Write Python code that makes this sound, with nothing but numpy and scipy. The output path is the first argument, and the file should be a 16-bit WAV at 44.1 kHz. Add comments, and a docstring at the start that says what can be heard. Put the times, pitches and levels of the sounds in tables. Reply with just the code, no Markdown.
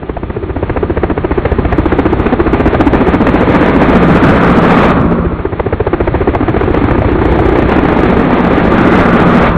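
"""Helicopter blades slap the air at once, each leaving a low thump, heard through an overloaded microphone.
Slaps are short rings with bursts of noise; now and then one hits harder and snaps brighter.
Twice the load builds: the slaps spread into pairs and sink into rotor wash made of coloured noise,
with two deep hum tones, an airframe rumble and a breathy turbine whine of narrow noise.
A rough howl glides down through each crest; then the load drops away."""
import sys
import numpy as np
from scipy import signal
from scipy.fft import rfft, irfft, next_fast_len
from scipy.io import wavfile
from scipy.ndimage import uniform_filter1d

SR = 44100
rng = np.random.default_rng(int(sys.argv[2]) if len(sys.argv) > 2 else 0)


def bounce(signal):
    """Save signal as a 16-bit WAV file at the path given by the first command-line argument."""
    frames = np.transpose(np.atleast_2d(signal))
    limited = np.clip(frames, -1, 1)
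    pcm = np.round(limited * 32767).astype(np.int16)
    wavfile.write(sys.argv[1], SR, pcm)


N = 422037
TIME_S = np.arange(N) / SR

# crack of a blade slap: relative spectrum [freq_hz, density_db]
CRACK_SPECTRUM = [(120, -11), (220, 0.5), (330, -0.5), (470, 2.5), (570, -7.5), (730, -4.5), (920, -7),
                  (1250, -12), (1800, -16), (2600, -24.5), (2900, -35.5), (4300, -45.5)]
# snap of a hard slap: relative spectrum [freq_hz, density_db]
SNAP_SPECTRUM = [(300, 0), (500, 3), (720, 4), (950, -2), (1250, -7.5), (1800, -8.5), (2650, -19.5),
                 (3000, -27.5), (4300, -40)]
# rumble of the body: relative spectrum [freq_hz, density_db]
RUMBLE_SPECTRUM = [(15, -10.5), (30, -7.5), (45, 3), (62, 4), (100, 1.5), (130, 4), (170, -1.5),
                   (250, -5.5), (450, -9.5), (600, -18), (1200, -30.5), (4000, -44)]
# hollow boom of the body: relative spectrum [freq_hz, density_db]
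BOOM_SPECTRUM = [(200, -26), (270, -2.5), (315, 3), (400, 2), (470, -11.5), (600, -31), (1500, -50)]
# broad rush of the wash: relative spectrum [freq_hz, density_db]
RUSH_SPECTRUM = [(200, -17), (330, 1), (520, 1.5), (800, -0.5), (1150, -4.5), (1700, -7), (2200, -10),
                 (2650, -15.5), (2800, -19), (3500, -21), (4300, -32)]
# low roar of the wash: relative spectrum [freq_hz, density_db]
ROAR_SPECTRUM = [(110, -5.5), (160, 3.5), (230, 1.5), (330, -2), (420, -4), (600, -5), (1200, -63)]
# even hiss: relative spectrum [freq_hz, density_db]
HISS_SPECTRUM = [(500, -15.5), (1200, 4), (2600, 2.5), (3500, 0), (4300, -19.5)]
# faint high hiss that swells with loud peaks: relative spectrum [freq_hz, density_db]
HIGH_HISS_SPECTRUM = [(3000, -29), (4500, -5.5), (8000, -5.5), (11000, -12.5), (15000, -20)]
# blades meeting the tip vortices [time_s, lead_delay_ms, trail_delay_ms]
SLAP_DELAYS = [(0, 26.5, 30.4), (.35, 28, 31.3), (.56, 17, 23.4), (1.2, 16.4, 23.5), (1.52, 23, 26),
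               (1.95, 18.4, 23.2), (2.45, 16.6, 24.5), (3.3, 8.73, 23.9), (4.9, 7.6, 25.1),
               (5.4, 16.6, 21.2), (5.7, 16.2, 20), (6.1, 19, 27), (6.55, 13.2, 36.3), (6.95, 13, 43),
               (7.4, 8.05, 46), (7.8, 7.44, 31.7), (9.57, 14.4, 35.2)]
# hardest slaps, relative levels [time_s, ring_db, ring_hz, snap_db]
HARD_SLAPS = [(0.167, -12, 732, -17.5), (0.56, -7, 283, -20), (0.828, 0, 423, -13.5),
              (0.971, -1, 460, -9.5), (1.032, 3, 393, -9), (1.099, -2.5, 310, -9.5),
              (1.176, -1.5, 437, -11), (1.245, 1, 355, -9.5), (1.452, -2, 472, -6.5),
              (1.516, 1, 438, -11.5), (1.649, -1, 319, -8.5), (1.724, -4, 744, -7),
              (1.781, 6.5, 328, -10.5), (2.657, 4, 291, -6), (2.744, -0.5, 697, -3), (2.866, 14, 299, -10),
              (3.267, 1.5, 317, -3.5), (4.285, 3, 282, -3), (5.451, 0.5, 410, -12), (5.596, -2.5, 475, -9),
              (5.726, -5.5, 473, -10.5), (5.801, 2, 444, -10.5), (5.867, 0, 403, -10),
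              (6.074, -2.5, 410, -7.5), (6.141, -1.5, 362, -11.5), (6.349, -3.5, 721, -7),
              (6.406, 1.5, 305, -10.5), (6.48, 2, 370, -9), (7.018, -7, 675, -10.5), (7.389, -2, 730, -7.5),
              (7.886, -0.5, 293, -8)]
# swells of rotor load [start_s, crest_s, end_s, strength_0_to_1, rush_rise_power, lows_rise_power]
LOAD_SWELLS = [(0, 4.45, 4.92, 1.0, 0.73, .72), (5.35, 9.1, 9.475, .98, 0.52, 0.48)]
# slap level before trims [no_load_db, third_load_db, two_thirds_load_db, full_load_db]
SLAP_LEVELS_DB = (-18.5, -8, -2.5, -2)
# thump level [no_load_db, third_load_db, two_thirds_load_db, full_load_db]
THUMP_LEVELS_DB = (-16, -6, -5.5, -14)
# rumble level [no_load_db, third_load_db, two_thirds_load_db, full_load_db]
RUMBLE_LEVELS_DB = (-32, -22, -16.5, -19)
# boom level before trims [no_load_db, third_load_db, two_thirds_load_db, full_load_db]
BOOM_LEVELS_DB = (-31.5, -29, -22.5, -26)
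# rush level [no_load_db, third_load_db, two_thirds_load_db, full_load_db]
RUSH_LEVELS_DB = (-36, -27, -20, -11.5)
# roar level [no_load_db, third_load_db, two_thirds_load_db, full_load_db]
ROAR_LEVELS_DB = (-39.5, -29.5, -23, -10)
# lower hum level [no_load_db, third_load_db, two_thirds_load_db, full_load_db]
HUM_LOW_LEVELS_DB = (-42, -33, -31.5, -12.5)
# upper hum level before its gain past a crest [no_load_db, third_load_db, two_thirds_load_db, full_load_db]
HUM_HIGH_LEVELS_DB = (-43, -37.5, -28.5, -18.5)

BLADE_HZ = 14.7
SPLIT_DB_PER_MS, BOOM_DB_PER_MS = 0.1267, 0.18  # as a pair spreads: slap loss, boom gain
DROP_S, RUSH_FALL_S, ROAR_FALL_S, HUM_FALL_S = 0.022, 0.4, 0.57, 0.5  # step down, then decays
LULL_DB, LULL_AFTER_S, LULL_WIDTH_S = -8, 0.56, 0.24  # slaps and boom dip past a crest
HUM_LOW_HZ, HUM_LOW_SAG_HZ_PER_S, HUM_SAG_S = 175.1, 6, 1.1  # at crest; sag either side of it
HUM_HIGH_HZ, HUM_HIGH_SAG_HZ_PER_S, HUM_HIGH_DB_PER_S = 235.9, 1.5, 4.5  # gains past a crest
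WHINE_HZ, WHINE_RE_RUSH_DB = 1207, -11.5
HOWL_FLOOR_HZ, HOWL_GLIDE_HZ, HOWL_GLIDE_S = 1086, 214.9, 0.6
HOWL_DB, HOWL_RISE_S, HOWL_HOLD_S, HOWL_FALL_S = -17, 0.3, 0.28, 0.38
BAND_HZ, TOP_HZ = 4350, 15700  # low-passes before and after clipping


def undb(db):
    """Decibels to gain."""
    return 10 ** (np.asarray(db) / 20)


def curves(table):
    """Table columns joined by straight lines in time."""
    time_s, *columns = np.transpose(table)
    return [np.interp(TIME_S, time_s, column) for column in columns]


def walk(rate_hz):
    """Random levels held 1 / rate_hz and slewed twice; spread near 1."""
    hold = int(SR / rate_hz)
    held = np.repeat(rng.standard_normal(N // hold + 1), hold)
    return 1.283 * uniform_filter1d(uniform_filter1d(held, hold), hold)[:N]


def noise(spectrum):
    """Noise of rms 1, coloured by a spectrum on a log frequency axis."""
    freq_hz, db = np.transpose(spectrum)
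    size = next_fast_len(N, True)
    bins_hz = np.maximum(np.fft.rfftfreq(size, 1 / SR), 1)
    gain = undb(np.interp(np.log(bins_hz), np.log(freq_hz), db))
    x = irfft(rfft(rng.standard_normal(size)) * gain, size)[:N]
    return x / x.std()


def burst(age, rise, fall):
    """Bell envelope with its own rise and fall, in the unit of the age."""
    return np.exp(-.5 * (age / np.where(age < 0, rise, fall)) ** 2)


def saturate(x, ceiling, order):
    """Rounds peaks under a ceiling; higher order, harder knee."""
    return x / (1 + np.abs(x / ceiling) ** order) ** (1 / order)


def swell(lows, drop, fall_s, fall_power):
    """Rotor load 0-1 as rush or lows follow it: builds, holds, steps down by a share, dies away."""
    load = np.zeros(N)
    for start_s, crest_s, end_s, strength, rush_power, lows_power in LOAD_SWELLS:
        progress = np.clip((TIME_S - start_s) / (crest_s - start_s), 0, 1)
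        rise = progress ** (lows_power if lows else rush_power)
        after_s = np.clip(TIME_S - end_s, 0, 1)
        step = 1 - drop * np.minimum(after_s / DROP_S, 1)
        fall = step * np.exp(-(after_s / fall_s) ** fall_power)
        load = np.maximum(load, strength * rise * fall)
    return load


def follow(load, levels_db):
    """Layer level in dB at that load."""
    return np.interp(load, np.linspace(0, 1, len(levels_db)), levels_db)


def since_crest():
    """Seconds from the nearest swell crest, negative before it."""
    crests_s = np.array([row[1] for row in LOAD_SWELLS])
    midpoints_s = (crests_s[1:] + crests_s[:-1]) / 2
    return TIME_S - crests_s[np.searchsorted(midpoints_s, TIME_S)]


def lull():
    """Level change in dB of the short lull past each crest."""
    return LULL_DB * burst(since_crest() - LULL_AFTER_S, LULL_WIDTH_S, LULL_WIDTH_S)


def passages(delay_ms, scatter_ms):
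    """Per sample: ms from the nearest blade's scattered arrival, and three random values of that blade."""
    turns = (TIME_S - delay_ms / 1000) * BLADE_HZ
    blade = np.round(turns).astype(int)
    chance = rng.standard_normal(size=(160, 4))[blade].T
    age_ms = 1000 * (turns - blade) / BLADE_HZ
    return age_ms + scatter_ms * chance[0], chance[1:]


def cycles(age_ms, hz):
    """Phase in radians: frequency times age."""
    return 2 * np.pi * hz * age_ms / 1000


def slap(delay_ms, ring_hz, ring_db, crack_db, rise_ms, fall_ms):
    """A blade cuts a tip vortex: a few slowing pressure cycles in a turbulent crack, varied per blade."""
    age_ms, (size, pitch, phase) = passages(delay_ms, scatter_ms=1.217)
    hz = ring_hz * np.exp(.11 * pitch - age_ms / 140)
    ring = undb(ring_db + 0.47 * size) * np.cos(cycles(age_ms, hz) + np.pi * phase)
    crack = undb(crack_db + 1.5 * size + 2.62 * walk(200)) * noise(CRACK_SPECTRUM)
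    return burst(age_ms, rise_ms, fall_ms) * (ring + crack)


def thump(delay_ms, push_hz, rise_ms, fall_ms):
    """The blade's load follows as one low swing: push, suction, push."""
    age_ms, (size, pitch, phase) = passages(delay_ms, scatter_ms=1.8)
    hz = push_hz * np.exp(.12 * pitch)
    swing = -np.cos(cycles(age_ms, hz) + .45 * phase)
    return undb(0.41 * size) * burst(age_ms, rise_ms, fall_ms) * swing


def hard_slaps():
    """A blade hits its vortex squarely: steadier-pitched ring, brighter snap; also how far each takes over."""
    sound, share, snap = np.zeros(N), np.zeros(N), noise(SNAP_SPECTRUM)
    phases = rng.uniform(0, 2 * np.pi, len(HARD_SLAPS))
    for (time_s, ring_db, ring_hz, snap_db), phase in zip(HARD_SLAPS, phases):
        near = slice(int((time_s - .04) * SR), int((time_s + .05) * SR))
        age_ms = 1000 * (TIME_S[near] - time_s)
        hz = ring_hz * np.exp(-age_ms / 300)
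        ring = burst(age_ms - 3, rise=1.4, fall=6.1) * np.cos(cycles(age_ms, hz) + phase)
        crack = burst(age_ms - 2, rise=2.0, fall=6.2) * snap[near]
        sound[near] += undb(ring_db - 2.0) * ring + undb(snap_db + 1.5) * crack
        share[near] = np.maximum(share[near], burst(age_ms - 2, rise=6.9, fall=6.8))
    return sound, share


def main_rotor(load):
    """Two slaps and a thump per blade; slaps merge as delays meet, and deepen and smear under load."""
    lead_ms, trail_ms = curves(SLAP_DELAYS)
    ring_hz = 420 * 2 ** (-.82 * np.maximum(load - .4, 0))
    smear = 0.82 + 0.4 * load
    leading = slap(lead_ms - 2, ring_hz, ring_db=1.0, crack_db=-3.0,
                   rise_ms=1.4 * smear, fall_ms=8 * smear)
    trailing = slap(trail_ms - 2, 0.856 * ring_hz, ring_db=1.5, crack_db=-2.0,
                    rise_ms=1.3 * smear, fall_ms=7.33 * smear)
    split_db = SPLIT_DB_PER_MS * (trail_ms - lead_ms)
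    slap_db = follow(load, SLAP_LEVELS_DB) - split_db + lull() + 1.42 * walk(7)
    low = thump(trail_ms + 9, push_hz=75.3, rise_ms=7.3, fall_ms=4.5)
    thump_db = follow(load, THUMP_LEVELS_DB) + 1.2 * walk(9)
    hard, share = hard_slaps()
    slaps = undb(slap_db - 11 * share) * (leading + trailing)  # ducked under hard slaps
    return slaps + hard + undb(thump_db) * low


def rotor_wash(rush_db, roar_db):
    """Churning air: broad rush over low roar, both fluttering, plus a faint even hiss."""
    rush = noise(RUSH_SPECTRUM) * undb(rush_db + 1.48 * walk(25))
    roar = noise(ROAR_SPECTRUM) * undb(roar_db + 1.2 * walk(12))
    return rush + roar + undb(-46.0) * noise(HISS_SPECTRUM)


def airframe(load):
    """The body rumbles, throbs near four times the blade rate, and booms more as slap pairs spread."""
    lead_ms, trail_ms = curves(SLAP_DELAYS)
    throb_hz = 61.5 + 4 * walk(7.9)
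    throb = undb(-8.0 + 3.7 * walk(4.2)) * np.sin(2 * np.pi * np.cumsum(throb_hz) / SR)
    rumble_db = follow(load, RUMBLE_LEVELS_DB) + 1.5 * walk(5)
    rumble = (noise(RUMBLE_SPECTRUM) + throb) * undb(rumble_db)
    spread_db = BOOM_DB_PER_MS * (trail_ms - lead_ms)
    boom_db = follow(load, BOOM_LEVELS_DB) + spread_db + .7 * lull() + 2.2 * walk(6)
    return rumble + noise(BOOM_SPECTRUM) * undb(boom_db)


def tone(hz, db):
    """Sine wavering in pitch and level around that rms level."""
    wavering_hz = hz * (1 + 0.00897 * walk(6) + .009 * walk(40))
    phase = 2 * np.pi * np.cumsum(wavering_hz) / SR
    return np.sqrt(2) * undb(db + 2.1 * walk(7.4)) * np.sin(phase)


def hum(load):
    """Two deep drive lines, about a fourth apart, stand out under load and sag through each crest."""
    age_s = np.clip(since_crest(), -HUM_SAG_S, HUM_SAG_S)
    gain_db = HUM_HIGH_DB_PER_S * load * np.maximum(age_s, 0)
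    low = tone(HUM_LOW_HZ - HUM_LOW_SAG_HZ_PER_S * age_s, follow(load, HUM_LOW_LEVELS_DB))
    high_db = follow(load, HUM_HIGH_LEVELS_DB) + gain_db
    return low + tone(HUM_HIGH_HZ - HUM_HIGH_SAG_HZ_PER_S * age_s, high_db)


def noise_band(hz, rate_hz):
    """Noise around a fixed or moving centre; a faster rate widens it."""
    carrier = np.exp(2j * np.pi * np.cumsum(hz * np.ones(N)) / SR)
    return np.real((walk(rate_hz) + 1j * walk(rate_hz)) * carrier)


def turbine(rush_db):
    """Faint narrow whine, and a rough howl gliding down through each crest."""
    age_s = since_crest()
    howl_hz = HOWL_FLOOR_HZ + HOWL_GLIDE_HZ * np.exp(-np.maximum(age_s, -.4) / HOWL_GLIDE_S)
    envelope = burst(age_s - np.clip(age_s, 0, HOWL_HOLD_S), HOWL_RISE_S, HOWL_FALL_S)
    whine = undb(rush_db + WHINE_RE_RUSH_DB) * noise_band(WHINE_HZ, rate_hz=140)
    return whine + undb(HOWL_DB) * envelope * noise_band(howl_hz, rate_hz=750)


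def scene():
    """Load swells drive all sources; saturation evens out the peaks of the loudest slaps."""
    load = swell(False, drop=0.23, fall_s=RUSH_FALL_S, fall_power=1.2)
    roar_load = swell(True, drop=0.11, fall_s=ROAR_FALL_S, fall_power=3.2)
    hum_load = swell(True, drop=0.064, fall_s=HUM_FALL_S, fall_power=4.4)
    rush_db = follow(load, RUSH_LEVELS_DB)
    blades = saturate(main_rotor(load), ceiling=.9, order=4)
    wash = rotor_wash(rush_db, follow(roar_load, ROAR_LEVELS_DB))
    return (blades + wash + airframe(load) + hum(hum_load) + turbine(rush_db))[None]


def lowpass(x, hz):
    """Steep elliptic low-pass."""
    return signal.sosfilt(signal.ellip(10, .1, 80, hz, fs=SR, output="sos"), x)


def record(dry):
    """Microphone rounds loud peaks; a narrow-band channel clips them; a faint high hiss swells with them."""
    narrow = lowpass(saturate(dry, ceiling=1.456, order=6), BAND_HZ)
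    clipped = saturate(narrow, ceiling=.95, order=40)
    peak_level = np.sqrt(np.abs(uniform_filter1d((narrow - clipped) ** 2, size=1100)))
    high_hiss = undb(-29.0) * peak_level * noise(HIGH_HISS_SPECTRUM)
    return lowpass(clipped + high_hiss, TOP_HZ)


dry = scene()
out = record(dry)
bounce(out)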